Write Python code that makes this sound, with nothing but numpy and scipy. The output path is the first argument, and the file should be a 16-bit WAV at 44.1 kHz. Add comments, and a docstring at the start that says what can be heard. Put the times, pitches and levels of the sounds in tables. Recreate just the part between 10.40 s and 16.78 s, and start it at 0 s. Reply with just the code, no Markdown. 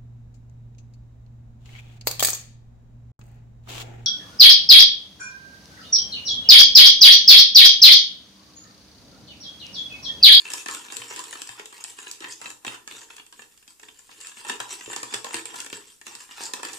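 """On a kitchen table, close to a two-port microphone, a wire whisk beats thin batter in a plastic bowl.
The wires knock on the wall in small clusters and drag along it through the batter; both drive the modes
of body and wall, while noise cracks and clicks give the bright ticks of wire on plastic.
Bubbles burst as rising blips, the table booms as the bowl rocks, and sparse decaying echoes are the hard
kitchen; faint steady noise lies below."""
import sys
import numpy as np
from scipy import signal
from scipy.io import wavfile
from scipy.ndimage import uniform_filter1d

SR = 44100
rng = np.random.default_rng(int(sys.argv[2]) if len(sys.argv) > 2 else 0)


def inscribe(sig):
    """Save sig as 16-bit PCM at rate SR to the path in sys.argv[1].

    A 1-D sig is mono; a 2-D sig holds one channel per row.
    Samples are clipped to [-1, 1] before scaling.
    """
    pcm = np.round(np.clip(np.atleast_2d(sig).T, -1, 1) * 32767)
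    wavfile.write(sys.argv[1], SR, pcm.astype(np.int16))


N = 281532  # length in samples

# All levels are relative: each layer is balanced again where it is made or mixed.
# Wires striking the wall:
# (time [s], knock level [dB], tick level over the knock [dB], pitch round which the struck spot rings best [Hz])
BLOWS = [(0.053, -18, -11, 2580), (0.103, -18.5, -1, 2720), (0.136, -15, 4, 1440), (0.26, -10.5, -9, 1490),
         (0.285, -12, -7, 1730), (0.312, -37, 17, 3540), (0.348, -17.5, 0, 2730), (0.448, -28, -12, 1900),
         (0.484, -23, -22, 2760), (0.501, -20.5, -24, 2560), (0.523, -14.5, -7, 1750),
         (0.568, -24.5, 11, 3580), (0.619, -14.5, -23, 3120), (0.709, -14.5, -25, 910),
         (0.762, -25, 6, 2740), (0.792, -18, 1, 970), (0.84, -24, 1, 3640), (0.928, -13.5, -10, 1710),
         (0.954, -16.5, -23, 1470), (1.018, -19, 3.5, 2930), (1.074, -30.5, 6.5, 4000),
         (1.091, -16.5, -4.5, 1770), (1.179, -27, -27, 1860), (1.195, -14.5, -13.5, 1630),
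         (1.257, -23.5, 3, 3170), (1.326, -24, -13, 1000), (1.381, -43, 10, 3600), (1.387, -28, -18, 1000),
         (1.44, -30.5, 12, 4000), (1.445, -18.5, -27, 2430), (1.586, -21, -11, 1820),
         (1.668, -17.5, -23, 2580), (1.713, -31.5, 16, 3630), (1.805, -21, -4.5, 3050),
         (1.843, -16, -24, 2640), (1.91, -29, 0, 1800), (2.015, -18.5, -8, 955), (2.058, -12.5, -18, 2630),
         (2.103, -25.5, 2.5, 1710), (2.248, -11.5, -11, 1680), (2.266, -11, -7.5, 3200),
         (2.278, -11.5, -13, 2970), (2.476, -20.5, -4, 1500), (2.511, -21.5, -12, 2700),
         (2.549, -23.5, -23, 1700), (2.616, -27.5, -6, 1400), (2.703, -24, -15, 1980),
         (2.766, -33, 7, 2860), (2.781, -22.5, -22, 2620), (2.797, -24, -22, 2480),
         (2.865, -35.5, -3.5, 2680), (2.926, -26.5, -4, 1910), (2.993, -23.5, -23, 1620),
         (3.02, -25, -7, 2520), (3.176, -41, 3, 2750), (3.227, -38, -8, 2700), (3.278, -29.5, -3.5, 2920),
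         (3.397, -30.5, -3, 1790), (3.432, -27, -6, 1910), (3.485, -24, -13, 2700), (3.592, -37, 2.5, 1850),
         (3.692, -27, -19, 1000), (3.714, -29.5, -8, 2750), (3.812, -37, 11.5, 3600),
         (3.87, -29.5, 9, 2800), (3.97, -23, -15, 2390), (4.049, -14.5, -13, 1160), (4.083, -29, 4, 2800),
         (4.096, -8, -11.5, 1740), (4.099, -8, -10, 1800), (4.202, -8, -7.5, 1520),
         (4.409, -19.5, -11, 1640), (4.46, -22.5, -7, 3360), (4.5, -16, -16.5, 961),
         (4.531, -14.5, -6, 1710), (4.563, -12.5, -3.5, 800), (4.631, -12.5, -5, 1020),
         (4.725, -17, -9, 1700), (4.739, -9.5, -5, 2600), (4.743, -7.5, -4.5, 1780), (4.845, -11, -4, 1050),
         (4.867, -14.5, -24, 1070), (4.907, -16.5, -19, 1800), (4.943, -10.5, -3, 3250),
         (4.955, -21.5, 1, 2700), (5.056, -17.5, -1.5, 3030), (5.141, -15, -15, 1000), (5.16, -23, -4, 960),
         (5.203, -18, 0, 2630), (5.246, -23.5, -1, 1830), (5.263, -18.5, -3, 1840), (5.3, -23, -4, 2580),
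         (5.328, -13, -7.5, 2720), (5.614, -28, -4, 1780), (5.667, -19, -3, 2260), (5.752, -26.5, 6.5, 910),
         (5.89, -25.5, -15, 1010), (5.91, -25, -12, 2780), (5.98, -19, -11, 1720), (6.005, -13.5, -16, 940),
         (6.037, -30, 9, 2640), (6.136, -7.5, -1, 1110), (6.231, -11.5, -6.5, 1310), (6.251, -14, -3, 1790),
         (6.332, -26, 2, 1810)]
# Sweeps of the wires round the wall:
# (start [s], length [s], pressure [dB], thud over the pressure [dB], edge, the bright part [dB],
#  pitch round which the rubbed spot rings best [Hz])
SWEEPS = [(0.0, 0.0075, -48.5, -5, -40, 2150), (0.071, 0.076, -41.5, -7.5, -41, 2430),
          (0.11, 0.084, -46.5, -16, -38, 2540), (0.29, 0.065, -40, -8, -36.5, 1450),
          (0.394, 0.061, -46.5, -8, -42.5, 1730), (0.512, 0.14, -46.5, -6, -42, 1950),
          (0.702, 0.099, -42.5, -13, -39.5, 1880), (0.78, 0.079, -47.5, -8, -46.5, 1620),
          (0.887, 0.11, -46.5, -7.5, -42, 1650), (1.015, 0.14, -50.5, -26, -48, 2760),
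          (1.182, 0.026, -46.5, -8, -47, 1330), (1.33, 0.093, -50.5, -12, -46.5, 2550),
          (1.489, 0.018, -48, -6.5, -39, 1980), (1.591, 0.03, -46.5, -19, -43.5, 2750),
          (1.666, 0.047, -44.5, -9.5, -42, 2840), (1.821, 0.049, -43, -7, -49.5, 1830),
          (1.909, 0.02, -54, -25, -39.5, 2220), (2.024, 0.079, -46, -8, -45.5, 1130),
          (2.274, 0.067, -44.5, -11, -46, 1250), (2.505, 0.022, -48.5, -2, -45, 2780),
          (2.568, 0.05, -50.5, -6, -46, 2460), (2.707, 0.068, -53, -8.5, -50, 2540),
          (2.943, 0.089, -58.5, -1.5, -53.5, 2080), (3.09, 0.13, -67, -24, -64, 2840),
          (3.292, 0.01, -63, -8, -52, 2540), (3.42, 0.084, -60.5, -0.5, -54, 2260),
          (3.564, 0.095, -62.5, -9, -58, 2540), (3.707, 0.074, -54.5, -5.5, -51, 2700),
          (3.821, 0.073, -48, -16, -44.5, 1850), (3.979, 0.041, -47.5, -12, -42.5, 2460),
          (4.076, 0.045, -37.5, -8, -37.5, 1610), (4.21, 0.023, -42, -21, -43, 930),
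          (4.308, 0.023, -41, -8.5, -35.5, 2440), (4.41, 0.095, -46.5, -24, -42.5, 1730),
          (4.517, 0.074, -43.5, -6.5, -39.5, 1740), (4.66, 0.055, -47.5, -18, -49.5, 1370),
          (4.74, 0.011, -35.5, -32, -36.5, 1040), (4.85, 0.022, -42, -30, -41, 900),
          (4.949, 0.023, -34, -13.5, -31, 1760), (5.06, 0.061, -48, -5, -49, 1460),
          (5.147, 0.064, -44, -7.5, -38.5, 2090), (5.342, 0.032, -48, -15, -42.5, 1970),
          (5.419, 0.1, -59, -9, -49.5, 2670), (5.678, 0.057, -48, -7.5, -44.5, 1550),
          (5.804, 0.015, -47.5, -18, -42, 2100), (5.913, 0.071, -49, -26, -45.5, 3050),
          (6.011, 0.046, -42, -7, -35, 1520), (6.15, 0.05, -43.5, -11, -52, 1060),
          (6.248, 0.012, -36.5, -5, -34.5, 1480), (6.335, 0.036, -45, -3.5, -38.5, 2850)]
# Low thumps of the bowl body, some faint, some heavy, in time order: (time [s], level [dB], pitch round which
# the body rings best [Hz])
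THUMPS = [(0.71, -37.5, 426), (1.197, -40, 446), (1.808, -40, 326), (2.271, -32, 348), (2.993, -48, 414),
          (4.106, -36, 330), (4.203, -43.5, 436), (4.478, -40, 395), (4.627, -42, 447), (4.741, -31, 412),
          (4.848, -36.5, 495), (4.945, -27.5, 320), (5.328, -37, 420), (6.138, -35, 500)]
# Modes of the bowl body, pushed by the weight of a blow: (middle pitch [Hz], level [dB], t60 [s])
BODY_MODES = [(255, -7, 0.07), (335, -4, 0.065), (425, -2, 0.04), (495, -3, 0.035)]
# Modes of the bowl wall: (middle pitch [Hz], level [dB], t60 [s])
WALL_MODES = [(705, -21, 0.05), (815, -11, 0.04), (960, -7, 0.035), (1081, -8, 0.03), (1340, -9, 0.02),
              (1690, -8, 0.018), (1810, -5.5, 0.02), (2330, -12, 0.025), (2600, -6, 0.018),
              (2760, -5, 0.02), (3050, -11, 0.02), (3238, -8.5, 0.03), (3600, -6, 0.022),
              (4420, -15, 0.035)]
# One wire loop that rings thinly: (pitch [Hz], level [dB], t60 [s])
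WIRE_LOOP = (7375, -54, .2)
# Colour of wire on plastic: (pitch [Hz], spectrum level [dB])
TICK_COLOUR = [(500, -30.5), (2060, -12), (3500, -5.5), (4220, -3.5), (5180, -0.5), (6120, -3), (7200, 4),
               (7610, 5), (11500, -14), (14400, -17.5), (15200, -42)]
# Jolts of the table top as the bowl rocks on it: (time [s], level [dB])
ROCKING = [(0.599, -58), (1.099, -59.5), (2.272, -55), (4.206, -57.5), (4.474, -56.5), (4.637, -60),
           (4.755, -55), (4.949, -56), (5.327, -60)]
# Reverberation of the kitchen: (pitch [Hz], t60 [s])
KITCHEN_T60 = [(150, 0.53), (500, 0.44), (2000, 0.18), (6000, 0.3), (12000, 0.23)]
# Likeness of the two ports: (pitch [Hz], likeness from 0 to 1)
PORT_LIKENESS = [(60, 0.15), (150, 0.26), (400, 1), (650, 0.018), (2000, 0.056), (7000, 0.17), (15000, 1)]
# Colour of the quiet kitchen: (pitch [Hz], spectrum level [dB])
HUSH_COLOUR = [(12, -33), (20, 14), (59, 4), (415, -3.5), (613, -10), (1010, -10), (5520, -6), (7490, 0),
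               (14400, -5.5), (15200, -38)]
# How fast a volley of wires thins out: (thud [dB/s], knock [dB/s], tick [dB/s])
THIN_DB_PER_S = (1800, 2600, 5000)

# Slopes of a sweep as (pressure, edge); a negative sag rises
BITE_DB_PER_S, SAG_DB_PER_S, LET_GO_DB_PER_S = (455, 420), (0.5, -2), (251, 274)
WEIGHT_DB = -20  # thud of a blow over its knock, before the mix
TABLE_HZ, TABLE_T60 = 119, 0.3  # middle pitch [Hz] and decay [s] of the table top
DIP_HZ, DIP_SHARE = 650, 0.61  # the bounce off the table cancels this share round this pitch
HUSH_DB = -61
EDGE_HZ = 15600  # upper band limit of the recorder


def blows(count=8):
    """Every blow is a volley of wires that thins out within a few ms, the ticks soonest."""
    s, db, edge_db, spot_hz = np.transpose(BLOWS)
    place, chance, sign = rng.random((len(s), 3, count)).transpose(1, 0, 2)
    wire = np.arange(count)
    late_s = 0.0008 * (wire + place * (wire > 0))  # the first wire lands on time
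    at = np.minimum(((s[:, None] + late_s) * SR).astype(int), N - 1)
    signs = np.where(late_s > 0, np.sign(sign - 0.5), 1)
    share = gain_of(-5 * chance) * signs
    swell = 1 - np.exp(-(late_s + 0.0004) / 0.0006)  # the wall yields before it rings
    sizes = []
    # thud, knock and tick; ticks start at once
    for extra_db, thin, rise in zip((WEIGHT_DB, 0, edge_db), THIN_DB_PER_S, (swell, swell, 1)):
        fading = gain_of((db + extra_db)[:, None] - thin * late_s)
        sizes.append(fading * share * rise)
    return at, spot_hz, sizes


def sweeps(t):
    """Each sweep bites, holds and lets go: summed thud, pressure and edge [dB], and the strongest one's spot."""
    start, length, db, weight_db, edge_db, spot_hz = np.transpose(SWEEPS)[:, :, None]
    since = t - start
    early = np.maximum(-since, 0)
    held = np.clip(since, 0, length)
    late = np.maximum(since - length, 0)
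    press, edge = (-bite * early - sag * held - go * late
                   for bite, sag, go in zip(BITE_DB_PER_S, SAG_DB_PER_S, LET_GO_DB_PER_S))
    levels = []
    for each in (db + weight_db + press, db + press, edge_db + edge):
        power = np.sum(gain_of(2 * each), axis=0)
        levels.append(10 * np.log10(power + 1e-12))
    strongest = np.argmax(db + press, axis=0)
    return levels, spot_hz[strongest, 0]


def drag(per_s=1800):
    """Tiny slips of wire on the wet wall, some larger than the rest, coming in small clumps."""
    at = np.flatnonzero(rng.random(N) < per_s / SR)
    levels, spot_hz = sweeps(at / SR)
    uneven_db = 2.4 * np.minimum(rng.exponential(1, N), 4)
    clumps_db = 3 * drift(0.006)
    uneven = evened(gain_of(uneven_db + clumps_db)[at])
    size = gain_of(-3.5) * uneven * np.sqrt(SR / per_s)
    return at, spot_hz, [size * gain_of(level) for level in levels]


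def thumps(hit_at, thud, level_db=4.0, middle_hz=400):
    """The thuds of all blows and the low thumps, each thump a single push on the body, as one list."""
    s, db, spot_hz = np.transpose(THUMPS)
    push = np.zeros((len(s), hit_at.shape[1]))
    push[:, 0] = gain_of(db + level_db)
    at = np.repeat((s[:, None] * SR).astype(int), hit_at.shape[1], axis=1)
    all_hz = np.r_[np.full(len(hit_at), middle_hz), spot_hz]
    return np.r_[hit_at, at], np.r_[thud, push], all_hz


def bowl(hit_at, hit_size, slip_at, slip_size, modes, spot_hz, rub_hz, place_db=2.0, wander_db=4.5,
         focus_db=7.0, rub_focus_db=3.5, ping_db=3.0):
    """Each blow rings another mix of modes; the drag wanders over the wall, now and then pinging one mode."""
    out = np.zeros((2, N))
    energy = sum(gain_of(2 * db) * t60 * SR / (4 * np.log(1000)) for hz, db, t60 in modes)
    for hz, db, t60 in modes:
        # both focuses fall off per octave from the spot's own pitch
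        spot_db = place_db * rng.standard_normal(len(hit_at))
        spot_db -= focus_db * abs(np.log2(hz / spot_hz))
        rub_db = wander_db * drift(0.033)[slip_at]
        rub_db -= rub_focus_db * abs(np.log2(hz / rub_hz))
        pings = evened(gain_of(ping_db * np.minimum(rng.exponential(1, len(slip_at)), 5)))
        hits = hit_size * gain_of(spot_db)[:, None] / np.sqrt(len(modes))
        slips = slip_size * pings * gain_of(rub_db) * rng.choice([-1, 1], len(slip_at))
        drive = two_ports(hit_at.ravel(), hits.ravel(), hz)
        drive += two_ports(slip_at, slips / np.sqrt(energy), hz)
        loaded_hz = hz * (1 + 0.035 * drift(0.08))  # batter sloshing up the wall loads it
        out += gain_of(db) * ring(drive, loaded_hz, t60)
    return out


def wires(hit_at, hit_size, slip_at, slip_size, crack_s=0.00051, crack_db=-4):
    """Bright ticks: each wire a short crack of noise, each slip a click; one loop rings on."""
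    hz, db, t60 = WIRE_LOOP
    hits = np.zeros(N)
    np.add.at(hits, hit_at.ravel(), abs(hit_size.ravel()))
    crack = signal.lfilter([1], [1, -np.exp(-1 / (crack_s * SR))], hits)
    shared, *own = rng.uniform(-1.5, 1.5, (3, N))
    noise = 0.043 * shared + 1.59 * np.array(own)  # almost wholly different in the two ports
    cracks = gain_of(crack_db) * patchy(crack * noise, 2.07)
    slips = two_ports(slip_at, slip_size * rng.choice([-1, 1], len(slip_at)), hz).real
    clicks = gain_of(-0.5) * patchy(slips)
    ticks = colour(cracks + clicks, TICK_COLOUR)
    return ticks + gain_of(db) * ring(ticks, hz, t60)


def patchy(x, depth_db=4.5):
    """The colour shifts from moment to moment as other wires touch other spots."""
    z = signal.stft(x, nperseg=256)[2]
    patches = rng.standard_normal(z.shape[:0:-1]).T  # one pattern for both ports
    patches = uniform_filter1d(patches, size=5, axis=0)
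    patches = evened(uniform_filter1d(patches, size=12, axis=1))
    return signal.istft(z * gain_of(depth_db * patches), nperseg=256)[1][:, :N]


def batter(slip_at, slip_size, level_db=-4.5, share=0.055, cycles=4.85, glide=0.31, count=14):
    """Small bubbles burst behind the wires: short blips of rising pitch, on a random share of the slips."""
    kind = rng.integers(0, count, len(slip_at))
    burst = rng.random(len(slip_at)) < share
    out = np.zeros((2, N))
    for k, hz in enumerate(np.geomspace(900, 9000, count)):
        turns = np.arange(int(3 * cycles * SR / hz)) * hz / SR
        swell = turns * np.exp(-2 * turns / cycles)
        blip = swell * np.sin(2 * np.pi * turns * (1 + glide * turns / (6 * cycles)))
        pick = burst & (kind == k)
        train = two_ports(slip_at[pick], slip_size[pick], hz).real
        out += signal.oaconvolve(train, blip[None] / np.linalg.norm(blip), axes=1)[:, :N]
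    return gain_of(level_db) * out / np.sqrt(share)


def table(slip_at, slip_size, jolt_db=7.0, rumble_db=-39.5):
    """Jolts of the bowl, and the weight of the drag, ring the lowest mode of the table top."""
    s, db = np.transpose(ROCKING)
    drive = np.zeros(N)
    drive[slip_at] = gain_of(rumble_db) * slip_size * rng.choice([-1, 1], len(slip_at))
    drive[(s * SR).astype(int)] += gain_of(db + jolt_db)
    soft_drive = uniform_filter1d(drive, size=150)  # samples
    return ring(soft_drive, TABLE_HZ * (1 + 0.021 * drift(0.15)), TABLE_T60)


def kitchen(x, first_s=0.004):
    """Sparse random taps, each band dying at its own speed; ports most alike near 400 Hz and at the very top."""
    out = np.zeros((2, N))
    turns = np.arange(N) / SR * 2.3
    starts = np.arange(int(first_s * SR), SR // 2 - 20, 20)
    for k in range(3):  # the whisk moves, so the sound is handed round three tails
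        taps = np.zeros((2, SR // 2))
        at = starts + rng.integers(0, 20, (2, len(starts)))
        np.put_along_axis(taps, at, rng.choice([-1., 1.], at.shape), 1)
        hz, t, z = signal.stft(taps, SR, nperseg=256)
        alike = np.clip(read(PORT_LIKENESS, hz), 0, 1)[:, None]
        z[1] = alike * z[0] + np.sqrt(1 - alike ** 2) * z[1]
        decay = gain_of(-60 * t / read(KITCHEN_T60, hz)[:, None])
        tail = signal.istft(z * decay, SR, nperseg=256)[1]
        share = np.sqrt(2 / 3) * np.cos(np.pi * (turns + k / 3))
        out += signal.fftconvolve(x * share, tail / np.linalg.norm(tail[0]), axes=1)[:, :N]
    return out


def hush():
    """Steady faint noise of the room and the microphone."""
    return gain_of(HUSH_DB) * colour(rng.standard_normal((2, N)), HUSH_COLOUR)


def two_ports(at, size, hz):
    """A click train as two ports hear it: the less alike at this pitch, the more the phase scatters."""
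    scatter = np.sqrt(-2 * np.log(np.clip(read(PORT_LIKENESS, hz), 0.05, 0.99)))
    turn = scatter / 2 * rng.standard_normal(len(at))
    out = np.zeros((2, N), complex)
    np.add.at(out[0], at, size * np.exp(1j * turn))
    np.add.at(out[1], at, size * np.exp(-1j * turn))
    return out


def ring(drive, hz, t60):
    """One mode, whose pitch may move: shift it to zero, let it die away, shift back."""
    turn = np.exp(2j * np.pi * np.cumsum(hz * np.ones(N)) / SR)
    pole = np.exp(-np.log(1000) / (max(t60, 0.004) * SR))
    return (turn * signal.lfilter([1], [1, -pole], drive * turn.conj())).imag


def colour(x, points):
    """Causal minimum-phase filter of unit energy with the given spectrum."""
    hz = abs(np.fft.fftfreq(4096, 1 / SR))
    log_gain = np.log(gain_of(np.maximum(read(points, hz), -80)))
    taps = np.fft.ifft(np.exp(np.conj(signal.hilbert(log_gain)))).real[:2048]
    return signal.oaconvolve(x, taps[None] / np.linalg.norm(taps), axes=1)[:, :N]


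def drift(seconds):
    """Slow random line through normal points of unit spread, one every so many seconds."""
    steps = int(N / SR / seconds) + 2
    return np.interp(np.arange(N) / SR / seconds, np.arange(steps), rng.standard_normal(steps))


def read(points, hz):
    """Reads a table over log frequency."""
    f, value = np.transpose(points)
    return np.interp(np.log(hz + 1), np.log(f + 1), value)


def evened(x):
    """Scales to rms 1."""
    return x / np.sqrt(np.mean(abs(x) ** 2) + 1e-20)


def gain_of(db):
    """dB to amplitude."""
    return 10 ** (np.asarray(db) / 20)


def scene():
    """Blows and drag ring body, wall and wires; the table and the kitchen answer."""
    hit_at, spot_hz, (thud, knock, tick) = blows()
    slip_at, rub_hz, (weight, pressure, edge) = drag()
    push_at, push, push_hz = thumps(hit_at, gain_of(-11.5) * thud)
    body = bowl(push_at, push, slip_at, weight, BODY_MODES, push_hz, 610, place_db=4.5, focus_db=18.0)
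    wall = bowl(hit_at, gain_of(2.0) * knock, slip_at, gain_of(3.5) * pressure, WALL_MODES, spot_hz, rub_hz)
    thin_bass = signal.butter(4, 220, "high", fs=SR, output="sos")  # bowl and wall sound thin below about 220 Hz
    near = signal.sosfilt(thin_bass, body + wall)
    near += wires(hit_at, tick, slip_at, edge)
    bounce = signal.lfilter(*signal.iirpeak(DIP_HZ, 2.5, SR), near)
    near -= DIP_SHARE * bounce
    near += batter(slip_at, np.sqrt(pressure * edge))
    return near + gain_of(-4) * kitchen(near) + table(slip_at, weight) + hush()


def record(dry):
    """The band limit of the recorder."""
    low_pass = signal.firwin(511, EDGE_HZ, window=("kaiser", 9), fs=SR)
    return signal.oaconvolve(dry, low_pass[None], "same")


dry = scene()
out = record(dry)
inscribe(out)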